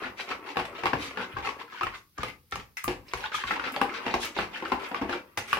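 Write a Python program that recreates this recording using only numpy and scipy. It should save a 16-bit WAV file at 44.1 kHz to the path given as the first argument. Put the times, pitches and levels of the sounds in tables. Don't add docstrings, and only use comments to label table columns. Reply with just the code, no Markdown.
import sys
import numpy as np
from scipy import signal
from scipy.fft import rfft, irfft
from scipy.io import wavfile

SR = 44100
rng = np.random.default_rng(int(sys.argv[2]) if len(sys.argv) > 2 else 0)


def wrap_up_sound(samples):
    columns = np.atleast_2d(samples).T
    tamed = np.clip(columns, -1, 1)
    steps = np.round(tamed * 32767).astype(np.int16)
    wavfile.write(sys.argv[1], SR, steps)


N = 246739
RING_S = np.arange(8192) / SR
ONSET_SAMPLES = round(.02 * SR)

# start_s, level_db, depth (0 high on the wall, 1 on the base),
# coat (0 bare blade, 1 thick with batter), wall_pitch_hz
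KNOCKS = [(0.558, -34.5, 1, 0.83, 1260), (0.569, -26, 0.49, 0.35, 1136), (0.597, -31, 0.84, 0.27, 1105),
          (0.835, -28, 0.83, 0.64, 1090), (0.856, -23, 0.53, 0.37, 1146), (0.867, -29.5, 0.068, 0.33, 1092),
          (0.9318, -23.5, 0.59, 0.77, 1145), (1.1725, -32, 0.58, 0.5, 1197), (1.366, -32, 0.36, 1, 1153),
          (1.4729, -33.5, 0.28, 0.3, 1160), (1.723, -45.5, 0.24, 1, 1210),
          (1.8093, -28.5, 0.34, 0.64, 1160), (1.816, -33.5, 0.21, 0.75, 1240),
          (1.8319, -29.5, 0.26, 0.22, 1280), (1.868, -33.5, 0.2, 0.44, 1110),
          (2.177, -43.5, 0.39, 0.9, 1150), (2.1821, -36, 0.4, 0.8, 1180), (2.2317, -30, 0.41, 0.16, 1196),
          (2.522, -36, 0.38, 0.2, 1340), (2.5563, -36, 0.32, 0.1, 1160), (2.8417, -33.5, 0.046, 0.7, 1170),
          (2.879, -25.5, 0.89, 0.43, 1116), (2.886, -39.5, 0.44, .7, 1080),
          (3.1349, -29.5, 0.36, 0.3, 1090), (3.239, -35, 0.058, 0.89, 1487), (3.342, -29, 0.047, 1, 1240),
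          (3.437, -32, 0.16, 0.43, 1150), (3.507, -27, 0.41, 0.91, 1308), (3.596, -33.5, 0.08, 0.4, 1390),
          (3.7618, -30.5, 0.83, 0.3, 1160), (3.8136, -21, 0.57, 0.6, 1152), (4.064, -28, 0.79, 0.52, 1170),
          (4.1394, -23, 0.57, 0.42, 1064), (4.365, -30, 0.96, 0.64, 1110), (4.387, -27.5, 0.73, 0.56, 1120),
          (4.6218, -33, 0.76, 0.9, 1060), (4.718, -22.5, 0.54, 0.9, 1044),
          (4.9131, -33.5, 0.87, 0.88, 1390), (4.9442, -30, 0.33, 0.8, 1175),
          (5.0133, -31, 0.89, 0.84, 1090), (5.0205, -32, .8, 0.7, 1055), (5.094, -31, 0.71, 0.44, 1170),
          (5.375, -29, 0.78, 0.06, 1194), (5.529, -22, 0.14, 0.2, 1155), (5.57, -32, 0.62, 0.24, 1150)]
# peak_s, length_s, level_db, depth (as above), wetness (0 to 1)
SCRAPES = [(0.057, 0.053, -43.5, 0.52, 0), (0.202, 0.029, -39, 0.34, 0.3), (0.309, 0.039, -38, 0.87, 0.36),
           (0.489, 0.048, -43.5, 0.6, 0.19), (0.654, 0.0073, -40, 0.77, 0.57), (0.797, 0.077, -48, 0.54, 0),
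           (1.04, 0.11, -43, 0.16, 0.56), (1.21, 0.054, -41, 0.19, 0.05), (1.391, 0.042, -47.5, 0.59, 0),
           (1.47, 0.045, -36, 0.34, 0.33), (1.607, 0.023, -44.5, 0.2, 0.24), (1.776, 0.082, -48, 0.1, 0.18),
           (1.855, 0.0058, -74, .18, 0.1), (1.948, 0.029, -43.5, 0.35, 0.48),
           (2.226, 0.055, -49.5, 0.38, 0), (2.286, 0.028, -44.5, 0.62, 0.61),
           (2.533, 0.022, -48.5, 0.25, 0.06), (2.601, 0.031, -49.5, 0.6, 0.3),
           (2.919, 0.02, -46.5, 0.57, 0.74), (3.101, 0.058, -60, 0.62, 0.9),
           (3.192, 0.086, -45.5, 0.88, 0.72), (3.248, 0.03, -37.5, 0.038, 0.24),
           (3.347, 0.026, -37, 0.034, 0.4), (3.402, 0.044, -39.5, 0.12, 0.3),
           (3.506, 0.061, -38, 0.21, 0.6), (3.559, 0.032, -55, 0.3, 0), (3.661, 0.054, -39, 0.18, 0.32),
           (3.949, 0.061, -40.5, 0.074, 0.3), (4.094, 0.07, -39.5, 0.55, 0),
           (4.25, 0.053, -38.5, 0.13, 0.53), (4.406, 0.06, -38, 0.42, 0.4),
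           (4.57, 0.049, -41.5, 0.49, 0.42), (4.68, 0.048, -44.5, 0.33, 0.56),
           (4.841, 0.054, -43, 0.074, 0.45), (4.968, 0.033, -45, .13, 0.4), (5.139, 0.064, -42, 0.64, 0),
           (5.514, 0.065, -45, 0.56, 0.88)]
# pitch_hz, level_db, t60_s
BASE_MODES = [(200, -12.5, 0.04), (283, -2.5, 0.061), (366, -3, 0.091), (426.5, -7.5, 0.058),
              (513, -5, 0.12), (737, -5.5, 0.05), (730, 19, 0.0046), (836, 5, 0.033), (913, -5, 0.08),
              (1014, -13, 0.025)]
# multiple_of_wall_pitch, level_db, t60_s
WALL_MODES = [(.88, -4, 0.015), (1, -3, 0.042), (1.14, 5, 0.002), (1.36, -2, 0.016), (1.56, -14, 0.013),
              (2.03, -25.5, 0.025), (2.4, -21, 0.019)]
# frequency_hz, level_db
CLACK_SPECTRUM = [(500, -8), (1200, -3.5), (1750, 2), (2300, 4), (2850, 3), (3300, -5), (5000, -11),
                  (7000, -23.5), (16000, -60.5)]
RASP_SPECTRUM = [(500, -30), (1200, -14), (1750, 3.5), (2300, 3.5), (2850, 0), (3400, -4), (5000, -9),
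                 (7000, -21.5), (16000, -39.5)]
FIZZ_SPECTRUM = [(2500, -38), (5200, 1), (7300, -1), (10500, -0.5), (12000, -2), (13500, -7.5),
                 (16000, -10)]
# frequency_hz, correlation
CHANNEL_LIKENESS = [(60, 0.9), (350, 0.98), (800, 0.61), (1300, 0.47), (2400, -0.069), (4500, 0.16),
                    (7000, -0.39), (16000, 0.38)]


def amp(db):
    return 10 ** (np.asarray(db) / 20)


def unit_rms(x):
    return x / np.sqrt(np.mean(x ** 2) + 1e-20)


def unit_onset(x, size=ONSET_SAMPLES):
    return x / np.sqrt(np.mean(x[..., :size] ** 2) + 1e-20)


def value_at(points, hz):
    points_hz, values = np.transpose(points)
    return np.interp(np.log(hz + 1), np.log(points_hz + 1), values)


def add(mix, start_s, sound):
    part = mix[:, max(round(start_s * SR), 0):][:, :sound.shape[-1]]
    part += sound[..., :part.shape[1]]


def pan(sound, side):
    return sound * np.sqrt([[side], [1 - side]])


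def convolve(x, response):
    return signal.fftconvolve(np.atleast_2d(x), np.atleast_2d(response), axes=1)[:, :x.shape[-1]]


def colour(x, spectrum, size=4096):
    log_gain = np.log(amp(value_at(spectrum, abs(np.fft.fftfreq(size, 1 / SR)))))
    response = np.fft.ifft(np.exp(np.conj(signal.hilbert(log_gain)))).real
    return convolve(x, response[:size // 2])


def mic_pair(x):
    left, other = rfft(x)
    likeness = np.clip(value_at(CHANNEL_LIKENESS, np.fft.rfftfreq(x.shape[1], 1 / SR)), -1, 1)
    right = likeness * left + np.sqrt(1 - likeness ** 2) * other
    return irfft([left, right], x.shape[1])


def grains(per_s, spread_db):
    size = amp(spread_db * np.minimum(rng.exponential(1, N), 4)) * rng.choice([-1, 1], N)
    return unit_rms(size * (rng.random(N) < per_s / SR))


def clumps(per_s, depth_db):
    t = np.arange(N) / SR
    hold = np.clip(rng.standard_normal(N), -2, 2)
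    return unit_rms(amp(depth_db * np.interp(t * per_s, np.arange(N), hold)))


def scatter(t60_s):
    return mic_pair(rng.standard_normal((2, len(RING_S)))) * amp(-60 * RING_S / t60_s)


def burst(spectrum, t60_s):
    return colour(scatter(t60_s), spectrum)


def ring(modes, scale=1, *, detune, uneven_db):
    out = np.zeros((2, len(RING_S)))
    for pitch, db, t60_s in modes:
        gain, shift, phase = rng.standard_normal(3)
        hz = pitch * scale * (1 + detune * shift)
        phase_gap = np.arccos(np.clip(value_at(CHANNEL_LIKENESS, hz), -1, 1))
        lag = phase_gap * rng.choice([-.5, .5]) * np.array([[1], [-1]])
        envelope = amp(db + uneven_db * gain - 60 * RING_S / t60_s)
        out += envelope * np.sin(2 * np.pi * (hz * RING_S + phase) + lag)
    return out * (1 - np.exp(-RING_S / 0.00045))


def bubble(hz, cycles, glide):
    age = RING_S * hz / cycles
    tone = np.sin(2 * np.pi * hz * RING_S * (1 + glide * np.minimum(age, 2)))
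    return tone * np.exp(-3 * age) * (1 - np.exp(-12 * age))


def wander(x, responses, rounds_per_s):
    count, t = len(responses), np.arange(x.shape[-1]) / SR
    out = 0
    for k, response in enumerate(responses):
        away = abs((t * rounds_per_s * count - k + count / 2) % count - count / 2)
        share = np.cos(np.pi / 2 * np.minimum(away, 1))
        out = out + convolve(x * share, response / np.sqrt(np.sum(response ** 2) / 2))
    return out


def wall_and_base(db, depth):
    angle = np.pi / 2 * np.clip(depth, .02, .98)
    return db + 20 * np.log10([np.cos(angle), np.sin(angle)])


def strokes(rise_share=.53):
    for peak_s, length_s, db, depth, wetness in SCRAPES:
        wall_db, base_db = wall_and_base(db + 6.5 - 17 * wetness, depth)
        fizz_db = db - 36 + 33 * wetness
        yield peak_s, length_s * rise_share, length_s * (1 - rise_share), wall_db, base_db, db, fizz_db


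def dragging(slack_db=10, stroke_s=0.12):
    # time_s, level_db
    # the bowl is tipped from 1.7 to 3.1 s and again near the end, leaving the blade clear
    stirring = [(0, -36.5), (.14, -53), (.3, -42), (.6, -46), (.85, -42.5), (1.38, -43), (1.6, -48.5),
                (2.0, -84), (3.0, -67.5), (3.27, -45), (3.42, -61), (3.54, -38), (3.66, -39.5), (3.78, -33),
                (3.88, -40.5), (4.0, -42), (4.2, -46.5), (4.4, -50), (4.62, -44), (5.14, -40.5),
                (5.27, -58), (5.59, -41)]
    t = np.arange(N) / SR
    speed = np.max([np.exp(-((t - peak_s) / stroke_s) ** 2) for peak_s, *_ in SCRAPES], axis=0)
    return amp(np.interp(t, *np.transpose(stirring)) + slack_db * (speed - 1))


def batter(slop_db=-3, swish_db=-5, wave_db=-9, settle_s=0.053):
    # frequency_hz, level_db
    slop_spectrum = [(30, -46), (70, -4), (140, -11), (290, 4.5), (360, 7), (440, 7), (530, 5), (630, 4),
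                     (820, 0), (1150, 8.5), (1600, -36), (3000, -45.5)]
    swish_spectrum = [(500, -27.5), (1200, 10.5), (2750, 4.5), (3400, -7.5), (5200, -18), (7300, -24.5),
                      (11500, -20), (16000, -47)]
    t, drag = np.arange(N) / SR, dragging()
    wave = sum(amp(db) * depth * coat * (t > start_s) * np.exp(-abs(t - start_s) / settle_s)
               for start_s, db, depth, coat, _ in KNOCKS)
    lumps = np.hypot(amp(slop_db) * drag, amp(wave_db) * wave) * grains(per_s=200, spread_db=3.5)
    films = amp(swish_db) * drag * grains(per_s=450, spread_db=1.5) * clumps(per_s=90, depth_db=3)
    slop = wander(lumps, [burst(slop_spectrum, t60_s=0.037) for _ in range(5)], rounds_per_s=2.3)
    swish = wander(films, [burst(swish_spectrum, t60_s=0.017) for _ in range(7)], rounds_per_s=2.8)
    return slop + swish


def gurgle(level_db=-2.5, low_hz=420, high_hz=2600, spread_db=16, small_db=-5, count=220):
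    out = np.zeros((2, N))
    drag = dragging()
    for when, smallness, strength, side in rng.random((count, 4)):
        at = int(when * N)
        blip = bubble(low_hz * (high_hz / low_hz) ** smallness, cycles=17, glide=0.058)
        gain = drag[at] * amp(level_db + spread_db * strength + small_db * smallness)
        add(out, at / SR, pan(gain * blip, side))
    return out


def squelches(pop_db=-1, spit_db=-3, pitch_spread=0.22, spacing_s=0.0027, fade_db=1, count=4):
    # start_s, level_db, pitch_hz
    pockets = [(0.0228, -47, 1350), (0.035, -40.5, 1500), (0.173, -57, 2060), (0.19, -47, 1840),
               (0.285, -49, 960), (0.312, -35, 1270), (0.589, -33.5, 1044), (0.75, -46.5, 1000),
               (1.201, -51, 1370), (1.443, -55, 1460), (1.59, -54, 1720), (1.678, -57, 1290),
               (3.082, -56.5, 4630), (3.112, -54.5, 2860), (3.318, -40, 1270), (3.534, -38, 1620),
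               (3.558, -36, 940), (3.64, -39, 1770), (3.672, -41, 1660), (3.945, -47.5, 3500),
               (3.893, -44, 2000), (4.376, -40.5, 3650), (4.53, -48, 880), (4.557, -40.5, 1800),
               (4.651, -37.5, 1350), (4.835, -58, 1810), (5.127, -34.5, 1284)]
    out = np.zeros((2, N))
    for start_s, db, middle_hz in pockets:
        add(out, start_s, amp(db + spit_db) * unit_onset(burst(CLACK_SPECTRUM, t60_s=0.075)))
        for k, (late, pitch, side) in enumerate(rng.random((count, 3))):
            hz = middle_hz * np.exp(pitch_spread * (2 * pitch - 1))
            pop = amp(db + pop_db - fade_db * k) * unit_onset(bubble(hz, cycles=12, glide=0.017))
            add(out, start_s + (k + late) * spacing_s, pan(pop, side))
    return out


def scrapes(wall_hz=1230, wall_db=-3, base_db=-2, rasp_db=0.43, fizz_db=-1):
    t = np.arange(N) / SR
    power = np.zeros((4, N))
    for peak_s, rise_s, fall_s, *levels_db in strokes():
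        pressure = np.exp(-((t - peak_s) / np.where(t < peak_s, rise_s, fall_s)) ** 2)
        power += amp(levels_db)[:, None] ** 2 * pressure
    wall, base, rasp, fizz = np.sqrt(power) * grains(per_s=1100, spread_db=2.5)
    rasp *= clumps(per_s=120, depth_db=2.5)
    fizz *= clumps(per_s=150, depth_db=3)
    wall_spots = [ring(WALL_MODES, wall_hz, detune=0.184, uneven_db=13.5) for _ in range(7)]
    base_spots = [ring(BASE_MODES, detune=0.018, uneven_db=0.5) for _ in range(5)]
    rasp_spots = [burst(RASP_SPECTRUM, t60_s=0.013) for _ in range(9)]
    fizz_spots = [burst(FIZZ_SPECTRUM, t60_s=0.0011) for _ in range(5)]
    return (amp(wall_db) * wander(wall, wall_spots, rounds_per_s=1.1)
            + amp(base_db) * wander(base, base_spots, rounds_per_s=1.7)
            + amp(rasp_db) * wander(rasp, rasp_spots, rounds_per_s=6.1)
            + amp(fizz_db) * wander(fizz, fizz_spots, rounds_per_s=2.3))


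def crackle(smack_db=-11, tick_db=-13, spread_db=11, count=5):
    out = np.zeros((2, N))
    for peak_s, rise_s, fall_s, _, _, rasp_db, fizz_db in strokes():
        for when, strength, thinness in rng.random((count, 3)):
            smack = amp(rasp_db + smack_db) * unit_onset(burst(RASP_SPECTRUM, t60_s=0.03))
            tick = amp(fizz_db + tick_db) * unit_onset(burst(FIZZ_SPECTRUM, t60_s=0.0035))
            tear = (1 - thinness) * smack + thinness * tick
            add(out, peak_s - rise_s + when * (rise_s + fall_s), amp(spread_db * strength ** 2) * tear)
    return out


def stroke_bubbles(level_db=7, low_hz=750, spread_db=12, count=6):
    out = np.zeros((2, N))
    for peak_s, rise_s, fall_s, wall_db, _, rasp_db, _ in strokes():
        for when, smallness, strength, side in rng.random((count, 4)):
            blip = bubble(low_hz * 5 ** smallness, cycles=13, glide=0.12)
            db = (1 - smallness) * wall_db + smallness * rasp_db + level_db + spread_db * strength ** 2
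            add(out, peak_s - rise_s + when * (rise_s + fall_s), pan(amp(db) * blip, side))
    return out


def thumps(bump_db=-5.5, nudge_db=-31, rise_s=0.014):
    # start_s, level_db
    bumps = [(0.075, -53), (0.575, -43), (0.86, -61), (0.932, -37.5), (1.01, -45), (1.185, -63),
             (1.325, -42.5), (1.362, -43), (1.41, -54), (1.833, -41.5), (2.182, -37), (2.232, -47),
             (2.522, -43.5), (2.556, -43.5), (2.842, -40), (2.88, -38), (2.98, -54), (3.135, -40.5),
             (3.438, -45), (4.14, -42), (4.387, -40), (5.014, -38.5), (5.376, -47), (5.53, -51)]
    # frequency_hz, level_db
    thump_spectrum = [(20, -30), (40, -9), (58, 1.5), (95, -3.5), (140, -5), (220, -14.5), (500, -56),
                      (2000, -78.5)]
    out = np.zeros((2, N))
    swell = 1 - np.exp(-RING_S / rise_s)
    for events, level_db in (bumps, bump_db), (KNOCKS, nudge_db):
        for start_s, db, *_ in events:
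            rocking = colour(scatter(t60_s=0.14) * swell, thump_spectrum)
            add(out, start_s, amp(db + level_db) * unit_onset(rocking, size=3 * ONSET_SAMPLES))
    return out


def wipes():
    # peak_s, half_width_s, level_db
    passes = [(0.21, 0.033, -51), (1.038, 0.038, -45.5), (1.973, 0.018, -56), (3.358, 0.019, -38.5),
              (4.234, 0.028, -36)]
    # frequency_hz, level_db
    wipe_spectrum = [(500, -33), (1200, -27), (3300, 2), (4500, -5), (6000, -3.5), (7500, -10.5),
                     (11500, -15), (16000, -35)]
    t = np.arange(N) / SR
    pressure = sum(amp(db) * np.exp(-((t - peak_s) / width_s) ** 2) for peak_s, width_s, db in passes)
    bursts = mic_pair(np.array([grains(per_s=5500, spread_db=0) for _ in range(2)]))
    return pressure * unit_rms(colour(bursts * clumps(per_s=510, depth_db=0.5), wipe_spectrum))


def knocks(wall_gain_db=-0.67, base_gain_db=-6, thud_db=-6, clack_db=-4.5, tick_db=-14):
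    # frequency_hz, level_db
    thud_spectrum = [(60, -24.5), (130, -8.5), (190, 0.5), (290, -0.5), (520, 3), (630, -5), (820, 11),
                     (1100, -15.5), (1600, -1), (4000, -35.5)]
    out = np.zeros((2, N))
    for start_s, db, depth, coat, wall_hz in KNOCKS:
        wall_db, base_db = wall_and_base(db, depth)
        contact_s = 0.00074 + 0.0033 * coat ** 8.8
        swell = 1 - np.exp(-(RING_S / contact_s) ** 2)
        wall = swell * ring(WALL_MODES, wall_hz, detune=0.019, uneven_db=6)
        base = swell * ring(BASE_MODES, detune=0.024, uneven_db=5.5)
        thud = swell * burst(thud_spectrum, t60_s=0.15)
        touch = scatter(t60_s=0.012 + 8 * contact_s) + 0.11 * scatter(t60_s=0.26)
        clack = colour(swell * touch, CLACK_SPECTRUM)
        tick = swell * colour(scatter(t60_s=0.0073) + 0.25 * scatter(t60_s=0.08), FIZZ_SPECTRUM)
        add(out, start_s, amp(wall_db + wall_gain_db) * unit_onset(wall))
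        add(out, start_s, amp(base_db + base_gain_db) * unit_onset(base))
        add(out, start_s, amp(base_db + thud_db) * unit_onset(thud))
        add(out, start_s, amp(db + clack_db - 9 * coat) * unit_onset(clack))
        add(out, start_s, amp(db + tick_db - 43 * coat) * unit_onset(tick))
    return out


def snaps(ring_share=0.104):
    # start_s, level_db, centre_hz
    contacts = [(0.570, -40, 2400), (0.655, -57, 8060), (0.8563, -37.5, 2400), (0.8683, -35.5, 2250),
                (1.8325, -56, 2580), (1.868, -37.5, 1870), (2.1823, -52, 5050), (2.511, -57.5, 7960),
                (2.5229, -48, 4600), (2.5562, -49.5, 5440), (2.839, -47, 12500), (2.842, -37.5, 13500),
                (2.8795, -44, 4570), (3.1357, -46, 5760), (3.512, -32, 1890), (3.595, -46, 1970),
                (3.7212, -54, 11000), (3.7244, -54.5, 11000), (3.763, -37, 2420), (3.815, -48.5, 10000),
                (3.817, -31.5, 1050), (4.081, -36.5, 2010), (4.1418, -41, 4500), (4.2525, -47, 11500),
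                (4.389, -31.5, 1800), (4.394, -35, 1770), (4.721, -52, 3000), (4.7275, -32, 1060),
                (4.889, -59, 11600), (4.9465, -36, 1630)]
    # multiple_of_centre, level_db
    snap_shape = [(.2, -21), (.55, -3.5), (1, 2.5), (1.4, -4.5), (2.2, -24), (5, -45)]
    out = np.zeros((2, N))
    for start_s, db, centre_hz in contacts:
        spectrum = [(multiple * centre_hz, level_db) for multiple, level_db in snap_shape]
        snap = scatter(t60_s=0.0049) + ring_share * scatter(t60_s=0.087)
        add(out, start_s, amp(db) * unit_onset(colour(snap, spectrum)))
    return out


def gulps(level_db=-3, cycles=12, glide=0.02, small_db=-13, pitch_spread=0.7, within_s=0.085, count=2):
    # start_s, level_db, pitch_hz
    pockets = [(0.573, -30, 315), (0.834, -36, 350), (0.93, -17.5, 268.6), (1.222, -36, 330),
               (1.473, -24.5, 415), (3.509, -27.5, 299), (3.569, -30, 298), (3.723, -32.5, 253),
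               (3.814, -24.5, 263), (4.063, -33, 360), (4.137, -26.5, 235), (4.386, -25.5, 372),
               (4.624, -25, 335), (4.721, -28, 244), (5.013, -21, 270), (5.093, -37, 350)]
    out = np.zeros((2, N))
    for start_s, db, hz in pockets:
        add(out, start_s, amp(db + level_db) * bubble(hz, cycles, glide))
        for when, smallness in rng.random((count, 2)):
            blip = bubble(hz * np.exp(pitch_spread * smallness), cycles, glide)
            add(out, start_s + when * within_s, amp(db + level_db + small_db) * blip)
    return out


def clinks(rattle_db=-5, tick_db=-11, body_db=-9, contact_s=0.00079):
    # start_s, level_db
    glances = [(2.7693, -37), (5.373, -33.5), (5.481, -47)]
    # pitch_hz, level_db, t60_s
    spoon_modes = [(1260, -16, 0.025), (2020, -5.5, 0.091), (2103, -10, 0.095), (2300, -9.5, 0.083),
                   (2580, -2, 0.022), (5320, -6.5, 0.02), (6050, -11.5, 0.022), (6100, -10, 0.032)]
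    # frequency_hz, level_db
    body_spectrum = [(150, -27), (450, -7), (900, 6), (1600, 17), (4000, -66)]
    out = np.zeros((2, N))
    swell = 1 - np.exp(-RING_S / contact_s)
    for start_s, db in glances:
        metal = unit_onset(ring(spoon_modes, detune=.006, uneven_db=1.5))
        tick = amp(tick_db) * unit_onset(burst(FIZZ_SPECTRUM, t60_s=0.09))
        rattle = amp(rattle_db) * unit_onset(burst(RASP_SPECTRUM, t60_s=0.18))
        body = amp(body_db) * unit_onset(burst(body_spectrum, t60_s=0.15))
        add(out, start_s, amp(db) * (metal + tick + rattle + body) * swell)
    return out


def room_tone(level_db=-66):
    # frequency_hz, level_db
    room_spectrum = [(20, -27), (70, -7), (200, -6.5), (600, -42), (2000, -23), (5000, -19), (7500, -27.5),
                     (12000, -18), (16000, -20)]
    return amp(level_db) * unit_rms(colour(mic_pair(rng.standard_normal((2, N))), room_spectrum))


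def kitchen_tail(direct, onset_s=0.0021, count=5):
    # frequency_hz, t60_s
    decay_times = [(60, 1), (160, 0.47), (420, 0.28), (1100, 0.28), (3000, 0.17), (8000, 0.29),
                   (16000, 0.13)]
    # frequency_hz, level_db
    tail_spectrum = [(60, -8.5), (300, -2), (1200, -4.5), (2500, -1.5), (8000, -2), (16000, -2.5)]
    tails = []
    for _ in range(count):
        hz, t, bands = signal.stft(mic_pair(rng.standard_normal((2, SR // 2))), SR, nperseg=256)
        t60_s = value_at(decay_times, hz)[:, None]
        _, tail = signal.istft(bands * amp(-60 * t / t60_s) / np.sqrt(t60_s), SR, nperseg=256)
        fade_in = np.clip(np.arange(tail.shape[1]) / SR / onset_s - .5, 0, 1)
        tails.append(tail * fade_in)
    return colour(wander(direct, tails, rounds_per_s=0.9036), tail_spectrum)


def scene():
    bowl = knocks() + thumps() + snaps() + clinks() + scrapes()
    mixture = wipes() + crackle() + squelches() + batter() + gurgle() + stroke_bubbles() + gulps()
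    direct = bowl + mixture
    return direct + room_tone() + kitchen_tail(direct)


def record(dry, cutoff_hz=15900):
    # frequency_hz, left_minus_right_db
    balance = [(60, 3), (350, 2), (1200, 3.5), (2400, 0), (5000, 0), (8000, -1), (14000, 1)]
    lean_db = value_at(balance, np.fft.rfftfreq(N, 1 / SR)) * np.array([[.5], [-.5]])
    heard = irfft(rfft(dry) * amp(lean_db), N)
    lowpass = signal.firwin(511, cutoff_hz, window=("kaiser", 9), fs=SR)
    return signal.oaconvolve(heard, lowpass[None], "same")


dry = scene()
out = record(dry)
wrap_up_sound(out)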